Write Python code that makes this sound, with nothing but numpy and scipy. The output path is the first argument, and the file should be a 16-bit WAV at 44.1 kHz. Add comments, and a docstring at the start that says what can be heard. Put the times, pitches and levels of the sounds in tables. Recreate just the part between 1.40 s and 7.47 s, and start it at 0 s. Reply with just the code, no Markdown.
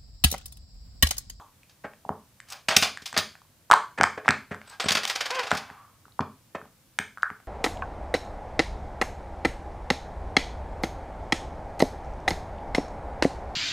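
"""A silicone bubble toy on a key ring lies on a wooden desk in a small quiet room.
At first the echo of an earlier pop dies away; fingers crease the skin and flip domes, which pop as their air swings.
Then the toy is turned over: it slides and slaps down with a rattle, made of short bursts of rough noise.
After more and louder pops it is turned over again, with a thin whine, slaps down and is dragged, hopping and
squeaking as it sticks and slips. A rough narrow rub settles it, and more pops end the scene over a steady noise."""
import sys
import numpy as np
from scipy import signal
from scipy.fft import rfft, irfft
from scipy.io import wavfile
from scipy.ndimage import uniform_filter1d

SR = 44100
rng = np.random.default_rng(int(sys.argv[2]) if len(sys.argv) > 2 else 0)


def to_wav(s):
    """Save 16-bit WAV."""
    ch = np.atleast_2d(s).T  # columns
    pcm = np.round(np.clip(ch, -1, 1) * 32767)  # PCM
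    wavfile.write(sys.argv[1], SR, pcm.astype(np.int16))


N = 267775
LEAD = 4410   # samples worked out ahead of the start, so that an earlier pop can echo into it

# The sound colour of hard rubs and slaps on the desk. Each row: frequency in Hz, relative level in dB per Hz.
SCUFF_COLOUR = [(88, -52.5), (150, -15.5), (259, -11), (328, -10), (790, 3), (923, -2), (1190, 1),
                (2920, -3), (5050, -5.5), (13200, -33), (16000, -31)]


def amp(db):
    """Turn decibels into a gain."""
    return 10 ** (np.asarray(db) / 20)


def coloured(x, spectrum, tilt_db=0):
    """Shape a sound by a spectrum, tilted in dB per octave about 2 kHz, and bring it to an rms of 1."""
    hz = np.maximum(np.fft.rfftfreq(len(x), 1 / SR), 10)
    points = np.array(spectrum)
    db = np.interp(np.log(hz), np.log(points[:, 0]), points[:, 1])
    db = db + tilt_db * np.log2(hz / 2000)
    y = irfft(rfft(x) * amp(db), len(x))
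    return y / np.sqrt(np.mean(y ** 2))


def add(track, s, sound):
    """Mix a sound in at time s, in seconds."""
    i = LEAD + round(s * SR)
    track[i:i + len(sound)] += sound[:len(track) - i]


def high_pass(x, order, hz):
    """Take out the deep bass, which small things hardly radiate."""
    return signal.sosfilt(signal.butter(order, hz, "high", fs=SR, output="sos"), x)


def grainy(count, rough_db):
    """Friction is uneven: noise whose level wanders from about one millisecond to the next."""
    steps = rng.standard_normal(count // 40 + 2)
    wander = np.interp(np.arange(count) / 40, np.arange(len(steps)), steps)
    return rng.standard_normal(count) * amp(rough_db * wander)


def bursts(rows, spectrum, rise_s):
    """Brief rough contacts: grainy noise that rises fast and then dies away, t60 being the time to fall 60 dB."""
    out = np.zeros(LEAD + N)
    t = np.arange(4096) / SR
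    rise = np.sin(np.clip(t / rise_s, 0, 1) * np.pi / 2)
    for s, db, t60, tilt_db in rows:
        fall = amp(-60 * np.maximum(t - rise_s, 0) / t60)
        add(out, s, amp(db) * rise * fall * coloured(grainy(len(t), 2.5), spectrum, tilt_db))
    return out


def touches(rows):
    """A hard touch is a single click, one for each row of time and strength in dB."""
    out = np.zeros(LEAD + N)
    for s, db in rows:
        add(out, s, amp([db]))
    return out


def ring(clicks, modes):
    """A struck thing rings at several pitches (modes) at once, each dying at its own pace."""
    out = 0
    for hz, db, t60 in modes:
        decay = amp(-60 / (t60 * SR))   # per sample
        turn = 2 * np.pi * hz / SR
        top, bottom = [0, np.sin(turn)], [1, -2 * decay * np.cos(turn), decay * decay]
        out = out + amp(db) * signal.lfilter(top, bottom, clicks + 1e-18)
    return out


def stick_slip(rows, partials_db, wobble_share):
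    """Skin sticks and slips at slightly uneven speed, which gives a tone with a stack of partials."""
    s, rate_hz, db = np.transpose(rows)
    t = np.arange(s[0], s[-1], 1 / SR)
    wobble = 10 * uniform_filter1d(rng.standard_normal(len(t)), size=100)
    phase = 2 * np.pi * np.cumsum(np.interp(t, s, rate_hz) * (1 + wobble_share * wobble)) / SR
    tone = sum(amp(level_db) * np.sin(k * phase) for k, level_db in enumerate(partials_db, 1))
    level = amp(np.interp(t, s, db) + 0.46 * wobble)
    out = np.zeros(LEAD + N)
    add(out, s[0], signal.windows.tukey(len(t), .2) * level * tone)   # soft ends
    return out


def pops():
    """A dome flips: the air in its cup swings, the skin snaps with a click, then overshoots and rebounds."""
    # Domes flipping. Each row: time of the fullest swing in seconds, height of the swing's swell in dB,
    # cup pitch in Hz, length in ms (the swell is fullest after 0.57 of it),
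    # snap level in dB relative to the swell (the snap peaks at twice this).
    pop_rows = [(0.2332, -45, 2400, 1.3, -7), (0.5356, -36.5, 1720, 0.48, -24),
                (0.6517, -30, 830, 2.6, -27), (0.6927, -11.5, 835, 1.35, -32.5),
                (1.0025, -30.5, 1810, 1.1, -8.5), (1.5736, -22.5, 1700, 1.1, -12.5),
                (1.7287, -23, 1280, .65, -6), (1.9539, -33.5, 1567, 0.61, -23.5),
                (2.0182, -43.5, 1096, 2.2, -10.5), (2.3025, -10, 1010, 1.67, -34),
                (2.3133, 5.5, 1250, 1.5, -13.5), (2.3203, 3.5, 1210, 1.07, -21.5),
                (2.331, -2, 1370, 0.4, -23), (2.3378, .2, 1010, 3.6, -13), (2.6116, 1.5, 1220, 0.59, -21),
                (2.6337, -6.5, 1350, 0.78, -7), (2.6394, 0.9, 1420, 0.75, -20),
                (2.8591, -22, 1070, 1.2, -24.5), (2.8812, 0, 1380, 0.79, -25),
                (2.8893, 0.4, 1930, 0.85, -17.5), (2.9072, -9, 1230, 1.26, -7),
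                (3.1458, -25, 1415, 1.4, -16.5), (3.216, -29, 1550, 0.49, -22),
                (4.1157, -2.5, 1130, 0.72, -17), (4.1205, -12, 1336, 0.53, -31),
                (4.3014, -27.5, 1230, 0.71, -26), (4.655, -41, 1320, 2.3, -17.5),
                (4.682, -43, 1100, 1.3, -17), (4.7225, -48, 3980, 1.7, -24),
                (4.7935, -9.5, 1047, 1.78, -35), (5.2159, -31.5, 1284, 1.6, -31),
                (5.2558, -40.5, 826, 1.55, -16), (5.5886, -7, 1870, 0.72, -8.5),
                (5.7743, -27, 1405, 1.26, -24), (5.7829, -32, 1350, 2.5, -18),
                (5.8322, -6, 1454, 2.02, -29.5), (5.9027, -21, 1465, 0.91, -30.5),
                (6.0022, -38.5, 1290, 0.65, -22)]
    # A pop before the start, of which only the echo is heard: the same columns without the time.
    earlier_pop = (-15, 996, 2, -14.5)
    # The flipped skin overshooting. Each row: typical lag in seconds, level in dB for a flip of 1 ms.
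    rebounds = [(.0012, -10), (.0023, -17), (.0036, -24)]
    # The sound colour of the snap. Each row: frequency in Hz, relative level in dB per Hz.
    snap_colour = [(1500, -18), (3000, 4), (5000, 1.5), (6500, -0.5), (8500, 3.5), (10500, -33),
                   (16000, -18)]
    tail_db, tail_t60_s = -13, 0.0071   # the click trails a little crackle
    out = np.zeros(LEAD + N)
    t = np.arange(1024) / SR
    for s, db, hz, length_ms, snap_db in [(-.04, *earlier_pop), *pop_rows]:
        top = length_ms / 1000 * 0.57
        swell = (t / top * np.exp(1 - t / top)) ** 2.64   # rises, peaks at top, dies
        cup = amp(db) * swell * np.sin(2 * np.pi * hz * (top - t))
        late = np.maximum(t - 1.3 * top, 0)
        crackle = rng.standard_normal(len(t)) * amp(tail_db - 60 * late / tail_t60_s) * (late > 0)
        crackle[np.argmax(late > 0)] = 1   # the click itself
        snap = coloured(crackle, snap_colour, 4.5 * np.log2(hz / 1300))   # tighter, higher cups snap brighter
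        snap = 2 * snap / np.max(np.abs(snap))
        add(out, s - top, cup + amp(db + snap_db) * snap)
        softened = uniform_filter1d(cup, size=9)
        for lag_s, rebound_db in rebounds:
            strength = amp(rebound_db) / max(length_ms, .7) ** 2   # quick flips rebound hardest
            add(out, s - top + lag_s * rng.uniform(.8, 1.2), strength * softened)
    return out


def slaps():
    """Toy and chain slap and rattle on the desk in short rough bursts."""
    # Each row: start in seconds, level in dB, t60 in seconds, brightness in dB per octave.
    slap_rows = [(0.294, -55.5, .13, 4), (1.085, -47, 0.082, 9), (1.1, -38, 0.054, 12),
                 (1.121, -33.5, .025, 7.5), (1.128, -37.5, 0.028, 5.5), (1.284, -16, 0.069, 1.5),
                 (1.305, -23, 0.26, -0.3), (1.364, -4, 0.026, 6), (1.415, -27, .043, 14),
                 (1.423, -17, 0.16, 2.5), (1.618, -45.5, 0.075, 5), (1.656, -31, 0.12, 5.5),
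                 (1.741, -32.5, 0.08, -1.5), (1.764, -17, 0.049, -2.5), (1.774, -18, 0.061, 6),
                 (1.786, -22, 0.08, 1.5), (2.862, -43.5, 0.057, 1), (3.275, -48, 0.036, 0),
                 (3.296, -43.5, .023, 10), (3.398, -24.5, 0.15, 0.9), (3.44, -26, 0.017, -5),
                 (3.457, -29.5, 0.12, -2), (3.484, -15.5, 0.069, 1.6), (3.505, -16, 0.017, 2),
                 (3.517, -17.5, .066, 4), (3.55, -16.5, 0.045, 2), (3.569, -21.5, 0.087, 1.5),
                 (3.632, -27, 0.094, 2.2), (3.651, -19, 0.0051, 3), (3.674, -27.5, 0.074, 6.5),
                 (3.695, -21, 0.086, 2.5), (4.105, -30.5, 0.041, 2), (4.134, -43, 0.021, 9),
                 (4.149, -32, 0.028, 5), (4.184, -47, 0.025, 7), (4.169, -30, .075, 4.5),
                 (4.805, -27.5, 0.022, -4.5), (5.821, -42.5, 0.019, 1.5)]
    return bursts(slap_rows, SCUFF_COLOUR, .0033)


def judder():
    """The dragged toy catches and hops at a quickening beat, each hop duller than the last."""
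    start_s, gap_s, hurry_s, t60_s = 3.753, .0525, .0011, 0.073
    level_db, spread_db, tilt_db, dulling_db = -28, 1.5, 2.2, 0.34   # tilt and dulling are per octave
    count = 8
    hops = []
    for k in range(count):
        s = start_s + gap_s * k - hurry_s * k ** 2
        db = level_db + spread_db * rng.standard_normal()
        if k == count - 1:
            db -= 5   # the last hop is feeble
        hops.append((s, db, t60_s, tilt_db - dulling_db * k))
    return bursts(hops, SCUFF_COLOUR, 0.0073)


def slides():
    """The toy slides over the desk: a dull rub blended with a bright rustle swells, holds and fades."""
    # Each row: start in seconds, swell in seconds, hold in seconds, level in dB, fade in dB per second,
    # share of bright rustle from 0 to 1.
    slide_rows = [(1.07, 0.06, .002, -40, 238.5, 0.58), (3.2, .13, 0.0046, -45, 359.5, 0.56),
                  (3.559, .03, 0.57, -41, 300, 0.62), (4.108, 0.018, .002, -30.5, 131, 0.4),
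                  (4.268, 0.021, 0.0021, -48, 92, 0.01)]
    # The colour of the dull part. Each row: frequency in Hz, relative level in dB per Hz.
    rub_colour = [(400, -24.5), (800, 1), (1150, 2), (2500, -12.5), (6000, -34.5)]
    swell_db, fade_db = 21.5, 40.5   # a slide starts and ends this far below its level
    out = np.zeros(LEAD + N)
    for s, swell_s, hold_s, db, fade_db_per_s, share in slide_rows:
        corners = np.cumsum([0, swell_s, hold_s, fade_db / fade_db_per_s])
        t = np.arange(0, corners[-1], 1 / SR)
        dull = coloured(grainy(len(t), 1.7), rub_colour)
        bright = coloured(grainy(len(t), 2.2), SCUFF_COLOUR, 0.98)
        level = amp(db + np.interp(t, corners, [-swell_db, 0, 0, -fade_db]))
        add(out, s, level * ((1 - share) * dull + share * bright))
    return out


def squeak():
    """Silicone sticks and slips on the desk hundreds of times a second, a squeak of six partials."""
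    # Each row: time in seconds, slips per second, level in dB before that of each partial.
    squeak_rows = [(3.905, 485, -36.5), (3.95, 530, -42.5), (4.003, 500, -34.5), (4.04, 390, -55)]
    return stick_slip(squeak_rows, [3.5, 8, 2.0, -1, -2.0, -4.0], 0.043)


def whine():
    """A faint thin tone while the toy is lifted, a single nearly steady partial."""
    # Each row: time in seconds, pitch in Hz, level in dB before the 3 dB added below.
    whine_rows = [(3.175, 1590, -62), (3.3, 1590, -64), (3.339, 1604, -48.5), (3.385, 1612, -77)]
    return stick_slip(whine_rows, [3], 0.01)


def settling_rub():
    """A rough narrow rub as the toy settles, a single partial with a strongly wobbling pitch."""
    # Each row: time in seconds, middle pitch in Hz, level in dB before the 3 dB added below.
    settling_rows = [(4.33, 1116, -66), (4.41, 1150, -53), (4.48, 1142, -60.5), (4.58, 1125, -70.5)]
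    return stick_slip(settling_rows, [3], 0.083)


def creases():
    """Silicone creases under a fingertip in soft, mostly dull bursts."""
    # Each row: start in seconds, level in dB, t60 in seconds, brightness in dB per octave.
    crease_rows = [(0.437, -41, 0.012, 0), (0.442, -32.5, 0.081, -2.5), (2.296, -47, 0.014, 12),
                   (2.575, -32.5, 0.016, 1), (2.582, -24, 0.017, 0.8), (2.597, -21.5, 0.019, -5.5),
                   (2.773, -31, .07, -1.5), (2.845, -40, 0.075, 1.1), (3.108, -33.5, 0.16, -0.3),
                   (5.147, -29, 0.059, -2)]
    # The sound colour of a crease. Each row: frequency in Hz, relative level in dB per Hz.
    crease_colour = [(120, -30), (200, -10.5), (572, -0.5), (1460, -2.5), (1660, 2.5), (3250, -17.5),
                     (3990, -23), (9000, -30), (11700, -70.5), (19800, -120)]
    return bursts(crease_rows, crease_colour, 0.0068)


def key_ring():
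    """The steel ring is struck and rings faintly at a few high pitches."""
    # The ring being struck. Each row: time in seconds, strength in dB before the level of each mode.
    strikes = [(1.0016, -46), (1.1026, -28), (1.286, -14), (1.3648, -7), (3.2745, -36.5), (3.2959, -30.5),
               (3.4047, -25), (3.4421, -19.5)]
    # Its modes. Each row: pitch in Hz, level in dB, t60 in seconds.
    ring_modes = [(4630, -25, .08), (8050, -15, 0.11), (8400, -22.5, 0.075)]
    return ring(touches(strikes), ring_modes)


def desk():
    """Soft contacts, each spread over a millisecond, set the desk top ringing at low pitches."""
    # A fingertip or the toy landing. Each row: time in seconds, strength in dB before the level of each mode.
    thuds = [(0.447, -34), (0.6617, -39), (0.7027, -22.5), (1.288, -26), (1.369, -17.5), (1.422, -25.5),
             (1.622, -40), (1.739, -39), (1.775, -23), (1.788, -27), (2.3125, -29), (2.3303, -30.5),
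             (2.587, -34), (2.601, -22.5), (2.6216, -21), (2.645, -29), (2.776, -35), (2.864, -40),
             (2.8912, -14.5), (2.8993, -19.5), (2.917, -31), (3.114, -23), (3.156, -38), (3.445, -37),
             (3.459, -20), (3.51, -23.5), (3.553, -30), (3.571, -32), (4.1257, -19.5), (4.152, -29),
             (4.311, -39.5), (4.665, -48), (4.8035, -18), (4.8116, -19.5), (5.153, -32), (5.226, -39.5),
             (5.266, -47), (5.5986, -27.5), (5.9127, -35.5)]
    # Modes of the desk top. Each row: pitch in Hz, level in dB, t60 in seconds.
    desk_modes = [(94.6, -19, .15), (133.9, -18.5, 0.024), (167.7, -18, .12), (212.3, -7.5, 0.086),
                  (260, -7, 0.046), (405, -10, 0.064)]
    return high_pass(ring(uniform_filter1d(touches(thuds), size=44), desk_modes), 4, 84)


def room(x):
    """Sparse echoes thicken into noise that dies band by band, each half an octave wide."""
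    # Each row: frequency in Hz, t60 in seconds, relative level in dB.
    room_bands = [(100, 0.34, 0.5), (300, 0.32, 4), (780, 0.26, 5.5), (2137, 0.3, 3.5), (4900, 0.33, 0),
                  (8900, 0.3, -0.5), (14360, 0.22, -1.5)]
    hz, t60, db = np.transpose(room_bands)
    t = np.arange(SR // 2) / SR
    density = np.clip(t / 0.05, .1, 1)   # share of samples that hold an echo
    noise = rng.standard_normal(len(t)) * (rng.random(len(t)) < density) / np.sqrt(density)
    noise = noise * np.clip(t / 0.01, 0, 1)   # builds up over 10 ms
    edges = 60 * 2 ** np.arange(0, 8.1, .5)
    echo = 0
    for low, high in zip(edges, edges[1:]):
        centre = np.log(low * high) / 2
        band = signal.sosfilt(signal.butter(2, [low, high], "band", fs=SR, output="sos"), noise)
        fall_db = 60 * t / np.interp(centre, np.log(hz), t60)
        echo = echo + band * amp(np.interp(centre, np.log(hz), db) - fall_db)
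    return signal.fftconvolve(x, echo / np.sqrt(np.sum(echo ** 2)))[:len(x)]


def floor():
    """A steady background noise, the same in both channels."""
    # Each row: frequency in Hz, relative level in dB per Hz.
    floor_colour = [(15, -45), (25, -15), (108, -1.5), (206, -10.5), (317, -13.5), (427, -21), (503, -14.5),
                    (560, -18), (2280, -23.5), (14800, -26.5), (16000, -16.5)]
    return amp(-58.5) * coloured(rng.standard_normal(N), floor_colour)


def channel_noise():
    """A fainter steady noise with opposite sign in the two channels, so that it sounds wide."""
    # Each row: frequency in Hz, relative level in dB per Hz.
    wide_colour = [(15, -40.5), (25, -2), (141, -1.5), (180, -7), (695, -12), (14800, -10.5),
                   (16000, -11.5)]
    return amp(-66) * coloured(rng.standard_normal(N), wide_colour) * [[1], [-1]]


def scene():
    """Toy, desk, room and background noise in the middle; a faint noise differs between the channels."""
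    hits = pops() + slaps() + judder() + creases() + key_ring()
    rubs = slides() + squeak() + whine() + settling_rub()
    near = high_pass(hits + rubs, 3, 150) + desk()
    middle = (near + amp(-10) * room(near))[LEAD:]
    return middle + floor() + channel_noise()


def record(dry):
    """The loudest peaks are cut off flat, then the top of the treble is filtered away."""
    treble_cut = signal.cheby2(14, 80, 15800 * 1.04, fs=SR, output="sos")   # 80 dB down from here up
    return signal.sosfilt(treble_cut, np.clip(dry, -.97, .97))


dry = scene()
out = record(dry)
to_wav(out)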